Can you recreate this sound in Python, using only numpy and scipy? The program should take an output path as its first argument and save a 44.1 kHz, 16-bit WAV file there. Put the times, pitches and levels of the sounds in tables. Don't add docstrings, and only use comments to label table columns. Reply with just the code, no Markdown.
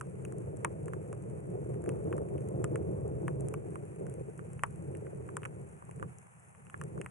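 import sys
import numpy as np
from scipy import signal
from scipy.fft import rfft, irfft, next_fast_len
from scipy.io import wavfile
from scipy.ndimage import uniform_filter1d

SR = 44100
rng = np.random.default_rng(int(sys.argv[2]) if len(sys.argv) > 2 else 0)


def boost_factor(decibels):
    exponent = np.asarray(decibels, float) / 20
    return 10 ** exponent


def generate_wav(sig):
    pcm = np.round(np.clip(np.atleast_2d(sig).T, -1, 1) * 32767).astype(np.int16)
    wavfile.write(sys.argv[1], SR, pcm)


N = 313231


def evened(x):
    return x / np.sqrt(np.mean(x ** 2) + 1e-20)


def read(points, hz):
    f, value = np.transpose(points)
    return np.interp(np.log(hz + 1), np.log(f + 1), value)


def shaped(x, points, turn=1):
    size = next_fast_len(N)
    gain = boost_factor(read(points, np.fft.rfftfreq(size, 1 / SR)))
    return irfft(rfft(x, size) * turn * gain, size)[..., :N]


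def causal(points):
    level_db = read(points, abs(np.fft.fftfreq(2048, 1 / SR)))
    log_gain = np.log(boost_factor(np.maximum(level_db, -90)))
    return np.fft.ifft(np.exp(np.conj(signal.hilbert(log_gain)))).real[:1024]


def lumps(per_s):
    r = np.exp(-2 * np.pi * per_s / SR)
    return evened(signal.lfilter([1], np.convolve([1, -r], [1, -r]), rng.standard_normal((2, N))))


# (frequency [Hz], density [dB per Hz])
THUMP_SPECTRUM = [(15, -73.5), (28, -53.5), (45, -34), (67, -10.5), (128, 2), (172, -2), (238, -16.5),
                  (260, -22), (340, -39), (570, -120)]
# (frequency [Hz], density [dB per Hz])
FLUTTER_SPECTRUM = [(140, -39.5), (240, -23.5), (280, -9.5), (316, -2), (433, 0.5), (497, -4.5), (788, -23),
                    (1320, -38.5), (1500, -44), (1950, -65), (3300, -120)]
# (time [s], strength [dB], how squarely it crosses the port mouth [dB])
GUST_COURSE = [(0, -47, 1), (.45, -43, 1.5), (1.3, -43.5, 0), (2.05, -38.5, 1), (3.4, -38.5, -2),
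               (3.95, -48, 3), (4.03, -41.5, 0), (4.3, -49, 3), (4.75, -44, -8), (4.83, -44, 2),
               (5.731, -47.5, -0.5), (5.8, -56.5, 0), (6.03, -44, -4), (6.3, -62.5, -4), (6.74, -54, -5),
               (6.82, -42.5, -4), (7.0, -44, 3), (7.1, -51.5, -9.5)]


def wind():
    strong_db, thump_db, flutter_db = -40.5, -0.5, -4
    thump_follows, flutter_follows = 1, 1.53
    s, wind_db, square_db = np.transpose(GUST_COURSE)
    t = np.arange(N) / SR
    over_db = np.interp(t, s, wind_db - strong_db)
    square_db = np.interp(t, s, square_db)

    lee = np.clip(0.25 + 0.18 * lumps(per_s=3.64)[0], .005, .995)
    dull_lee = lee ** 3.27
    puffs = lumps(per_s=8.0)[0]
    puffs = evened(puffs - uniform_filter1d(puffs, size=SR // 4))
    puffs = puffs * (1 - 0.068 * over_db)
    shared = lumps(per_s=20.0)

    thump = evened(shaped(rng.standard_normal((2, N)), THUMP_SPECTRUM))
    thump = evened(thump * boost_factor(0.57 * shared + 0.58 * puffs))
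    thump = thump * np.sqrt([1 - lee, lee])
    thump = thump * boost_factor(strong_db + thump_db + thump_follows * over_db)

    flutter = evened(shaped(rng.standard_normal((2, N)), FLUTTER_SPECTRUM))
    flutter = evened(flutter * boost_factor(0.79 * shared + 1.74 * lumps(per_s=75.0) + 1.24 * puffs))
    flutter = flutter * np.sqrt([1 - dull_lee, dull_lee])
    flutter = flutter * boost_factor(strong_db + flutter_db + flutter_follows * over_db + square_db)
    return thump + flutter


def splash(t60, count):
    t = np.arange(2600) / SR
    return rng.standard_normal((count, len(t))) * boost_factor(-60 * t / t60)


def struck(drive, colour):
    x = signal.oaconvolve(drive, colour[None], axes=1)[:, :drive.shape[1]]
    return x / np.sqrt(uniform_filter1d(x ** 2, size=66).max())


# (frequency [Hz], density [dB per Hz])
KNOCK_SPECTRUM = [(80, -70), (350, -20), (600, -17), (726, -17), (1070, -3), (1480, -5.5), (2070, -13),
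                  (2560, -14), (3050, -20.5), (4000, -46), (5200, -66), (8800, -120)]
# (frequency [Hz], level [dB], t60 [s])
HOUSING_MODES = [(1005, -9, 0.061), (1186, -6, 0.082), (1393, -10.5, 0.043), (1640, -7, 0.008),
                 (2380, -19.5, 0.012), (3030, -20.5, .014)]


def knock(knock_db, bright_db, port_db):
    t = np.arange(2600) / SR
    heavy = boost_factor(0.11 * (knock_db + 13.0))
    after = np.clip(t / .004, 0, 1) ** 2
    rattle = signal.lfilter([.3], [1, -.7], splash(0.024 * heavy, count=3))
    drive = 0.16 * after * rattle

    own_hz = 1450 * 2 ** np.clip((bright_db + 9.5) / 4.9, -.6, .8)
    own_ring = np.clip(t / .0012, 0, 1) * boost_factor(-60 * t / 0.013) * np.sin(2 * np.pi * own_hz * t)
    drive[:2] -= 0.036 * own_ring

    for hz, db, t60 in HOUSING_MODES:
        strength, detune = rng.uniform(-0.92, 1, (2, 3, 1))
        wobble = .5 + 5.8 * uniform_filter1d(rng.standard_normal((3, len(t))), size=40)
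        decay = boost_factor(db - 60 * t / (t60 * heavy))
        sagging = t * (1 - 2.5 * t)
        ring = np.sin(2 * np.pi * hz * (1 + 0.11 * detune) * sagging)
        drive += 0.029 * after * wobble * decay * strength * ring

    drive[[0, 0, 1], [0, 12, 21]] += [.35, -1, -1]
    bounce = rng.integers(14, 34)
    drive[:, bounce:] += rng.uniform(-0.72, 0.64) * drive[:, :-bounce].copy()

    tilt_db = bright_db + 5.0
    colour = [(hz, db + tilt_db * np.clip(np.log2(hz / 1600), -1.2, .7)) for hz, db in KNOCK_SPECTRUM]
    dull = [(hz, db - 4.7 * np.log2(hz / 1000)) for hz, db in colour]
    sides = np.array([[1], [-1]])
    both = struck(drive[:1] + .5 * sides * drive[2], causal(colour))
    one = struck(drive[1:2], causal(dull))
    return (both + boost_factor(port_db) * sides * one) / np.sqrt(1 + boost_factor(2 * port_db))


# (frequency [Hz], density [dB per Hz])
TICK_SPECTRUM = [(2650, -9), (4500, -28.5), (5070, -17), (5940, -7), (6560, -5), (7870, 0.5), (9520, 0),
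                 (10800, -4), (11200, -15.5), (12400, -39.5), (15700, -76), (22000, -120)]


def tick(tick_db):
    crack = splash(0.006, count=3)
    spray = .11 * splash(.022, count=2)
    thin_db = .5 * min(tick_db + 33, 0)
    thin = [(hz, db + thin_db * np.clip(np.log2(8500 / hz), 0, 1)) for hz, db in TICK_SPECTRUM]
    return struck(crack[0] + 0.7 * crack[1:] + spray, causal(thin))


def add(mix, s, sound):
    part = mix[:, round(s * SR):][:, :sound.shape[1]]
    part += sound[:, :part.shape[1]]


def drop_impact(mix, s, knock_db, tick_db, bright_db, pan_db, port_db):
    sides = np.array([[1], [-1]])
    knock_gain = boost_factor(knock_db + 1.5 + 0.26 * (pan_db - 0.5) * sides)
    add(mix, s - .0005, knock_gain * knock(knock_db, bright_db, port_db))
    add(mix, s - .0006, boost_factor(tick_db + 2.5 + .5 * pan_db * sides) * tick(tick_db))


# (time [s], knock level [dB], tick level [dB], knock brightness [dB], left-right [dB])
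SQUARE_DROPS = [(0.0115, -35.5, -42.5, -10, 3), (0.324, -51.5, -51, -2.5, 8),
                (0.6478, -23.5, -31.5, -5, 5.5), (0.8825, -45.5, -50.5, -8.5, 4), (1.1289, -46, -50, -7, 0),
                (1.841, -53, -51.5, -9, 3), (1.8615, -49.5, -55.5, -6.5, 6), (1.892, -40.5, -43.5, -3, 3),
                (2.1277, -37.5, -57, -6, 9), (2.6429, -35, -36.5, -5, 4.5), (2.758, -38.5, -43.5, 0.5, 0),
                (3.2811, -32.5, -48.5, -8.5, 9), (3.541, -38, -51.5, -6.5, 6), (4.0674, -52, -53, 0, 2),
                (4.594, -47.5, -60, -2, -2), (4.636, -21.5, -37, -8, 9), (5.0682, -52, -62.5, -7.5, 1),
                (5.3688, -32.5, -35, -6.5, 6.5), (5.4329, -41.5, -55, 1, 13), (6.5496, -56.5, -68, -6, 7),
                (6.6992, -49.5, -55, 2, 4), (6.8143, -37.5, -47.5, -8.5, 5), (7.0148, -40, -44, 1.5, 1),
                (7.062, -37.5, -51, -7.5, 7)]


def square_drops(mix):
    for s, knock_db, tick_db, bright_db, pan_db in SQUARE_DROPS:
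        port_db = -9 + 0.38 * (knock_db + 40)
        drop_impact(mix, s, knock_db, tick_db, bright_db, pan_db, port_db)


# (time [s], knock level [dB], tick level [dB], knock brightness [dB])
EDGE_DROPS = [(0.251, -47.5, -47, 10), (0.6061, -53, -72, -23), (0.886, -49, -60, -14),
              (0.9351, -37, -54, -5), (1.743, -53.5, -61, -1), (2.1807, -40.5, -53, -8),
              (2.188, -66, -60, -1), (2.287, -58.5, -61, 1), (2.3806, -57.5, -59, 17),
              (3.486, -50, -41.5, -9), (3.7571, -38, -53, -7.5), (4.393, -43, -60, -6.5),
              (4.664, -49, -56, -24), (4.9508, -51.5, -52.5, 7), (5.29, -41.5, -58.5, -9),
              (5.4195, -53, -60, -2), (5.4415, -52, -53, 1), (5.4525, -36.5, -51, -1.5),
              (5.457, -35.5, -48.5, -5), (5.8238, -45, -73, -14.5), (5.8927, -40, -63, -27),
              (5.912, -55, -53, 7), (5.998, -49, -60, -5.5), (6.0273, -33, -53.5, -6.5),
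              (6.2688, -56, -67, -7.5), (6.6684, -55.5, -69, 5), (6.743, -35, -70, -8.5),
              (6.8378, -50, -46.5, -3), (6.978, -42, -59, -13.5), (7.0458, -51, -57, -9)]


def edge_drops(mix):
    for s, knock_db, tick_db, bright_db in EDGE_DROPS:
        drop_impact(mix, s, knock_db, tick_db, bright_db, pan_db=0.5, port_db=2 - .5 * bright_db)


# (frequency [Hz], density [dB per Hz])
SNAP_SPECTRUM = [(3000, -46), (5500, -8), (10000, 1), (15300, -7), (16600, -61)]
# (time [s], snap level [dB], left-right [dB])
SNAPS = [
    (.2585, -61, 4),
    (.2505, -67, -12),
    (.9348, -61, -17),
    (2.4868, -64, 14),
    (3.2805, -56, 25),
    (3.5389, -41, 25),
    (5.4527, -59, 3),
    (7.06, -54, 22),
]


def snaps(mix):
    for s, snap_db, pan_db in SNAPS:
        gain = boost_factor(snap_db + np.minimum(pan_db * np.array([[1], [-1]]), 0))
        add(mix, s, gain * struck(splash(0.0018, count=1), causal(SNAP_SPECTRUM)))


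# (time [s], tick level [dB])
GROUND_DROPS = [(0.0018, -58), (0.2256, -60), (0.384, -55), (0.5712, -52), (0.8586, -50.5), (1.2234, -55.5),
                (1.2998, -58), (1.4042, -61), (1.6929, -60), (1.822, -57.5), (2.1673, -54), (2.4876, -51.5),
                (3.0104, -61), (3.0798, -54.5), (3.4077, -48), (3.7064, -57), (3.8536, -58), (3.961, -55),
                (4.098, -51), (4.1402, -51), (4.3778, -57), (4.5333, -51), (4.76, -57), (4.8243, -59),
                (4.9712, -51), (5.8527, -58.5), (5.9633, -60), (6.1858, -51), (6.7068, -59), (6.778, -58)]


def ground_drops(mix):
    for s, tick_db in GROUND_DROPS:
        drop_impact(mix, s, tick_db - 11.5, tick_db, bright_db=-3.0, pan_db=5.5, port_db=1.5)


def far_drops(mix):
    for place, size in rng.uniform((0, -1), 1, (50, 2)):
        tick_db = -61 + 3 * size
        add(mix, place * N / SR, boost_factor(tick_db + 2.9 * np.array([[1], [-1]])) * tick(tick_db))


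# (frequency [Hz], density [dB per Hz])
FIZZ_SPECTRUM = [(160, -45.5), (280, -22), (478, 1.5), (605, 0), (778, 2), (896, -0.5), (1030, -1),
                 (2570, -9), (4320, -40), (6710, -13), (9330, -6.5), (11000, -12), (11250, -42),
                 (12200, -48), (15600, -82), (22000, -120)]


def fizz():
    spread = boost_factor(7.5 * np.minimum(rng.exponential(1, N), 3.3))
    falls = rng.random(N) < 600. / SR
    size = spread * falls * rng.choice([-1, 1], N)
    lean = rng.uniform(0, np.pi / 2, N)
    grains = evened(size * np.array([np.cos(lean), np.sin(lean)]))
    tail = splash(0.015, count=1) / 3.6
    grains = grains + 1.0 * signal.oaconvolve(grains, tail, axes=1)[:, :N]
    bright = shaped(grains, [(2000, -4.5), (6000, -3.5)])
    hiss = rng.standard_normal((2, N)) * boost_factor(1.4 * lumps(per_s=24.0) + 1.1 * lumps(per_s=150.))
    return boost_factor(-70) * evened(shaped(hiss + boost_factor(-8.5) * bright, FIZZ_SPECTRUM))


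# (frequency [Hz], gain [dB])
WIDENING = [(50, -18.5), (130, -5.5), (340, 1), (600, 4), (1500, 5.5), (3500, 3), (6000, -2), (11000, 1.5)]


def widened(ports):
    side = shaped(ports[0] - ports[1], WIDENING, turn=1j)
    return ports.sum(0) + np.outer([1, -1], side)


# (frequency [Hz], left-right [dB])
FIZZ_LEAN = [(60, -8), (170, 4), (490, -4), (1420, 0.5), (4060, -0.5), (11600, 3.5)]


def far_rain():
    left, right = widened(fizz())
    left = shaped(left, [(hz, db / 2) for hz, db in FIZZ_LEAN])
    right = shaped(right, [(hz, -db / 2) for hz, db in FIZZ_LEAN])
    return np.array([left, right])


def scene():
    mix = widened(wind())
    square_drops(mix)
    edge_drops(mix)
    snaps(mix)
    ground_drops(mix)
    far_drops(mix)
    return mix + far_rain()


def top_cut(x):
    return signal.sosfilt(signal.butter(12, 16600, fs=SR, output="sos"), x)


def record(dry):
    return top_cut(dry)


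dry = scene()
out = record(dry)
generate_wav(out)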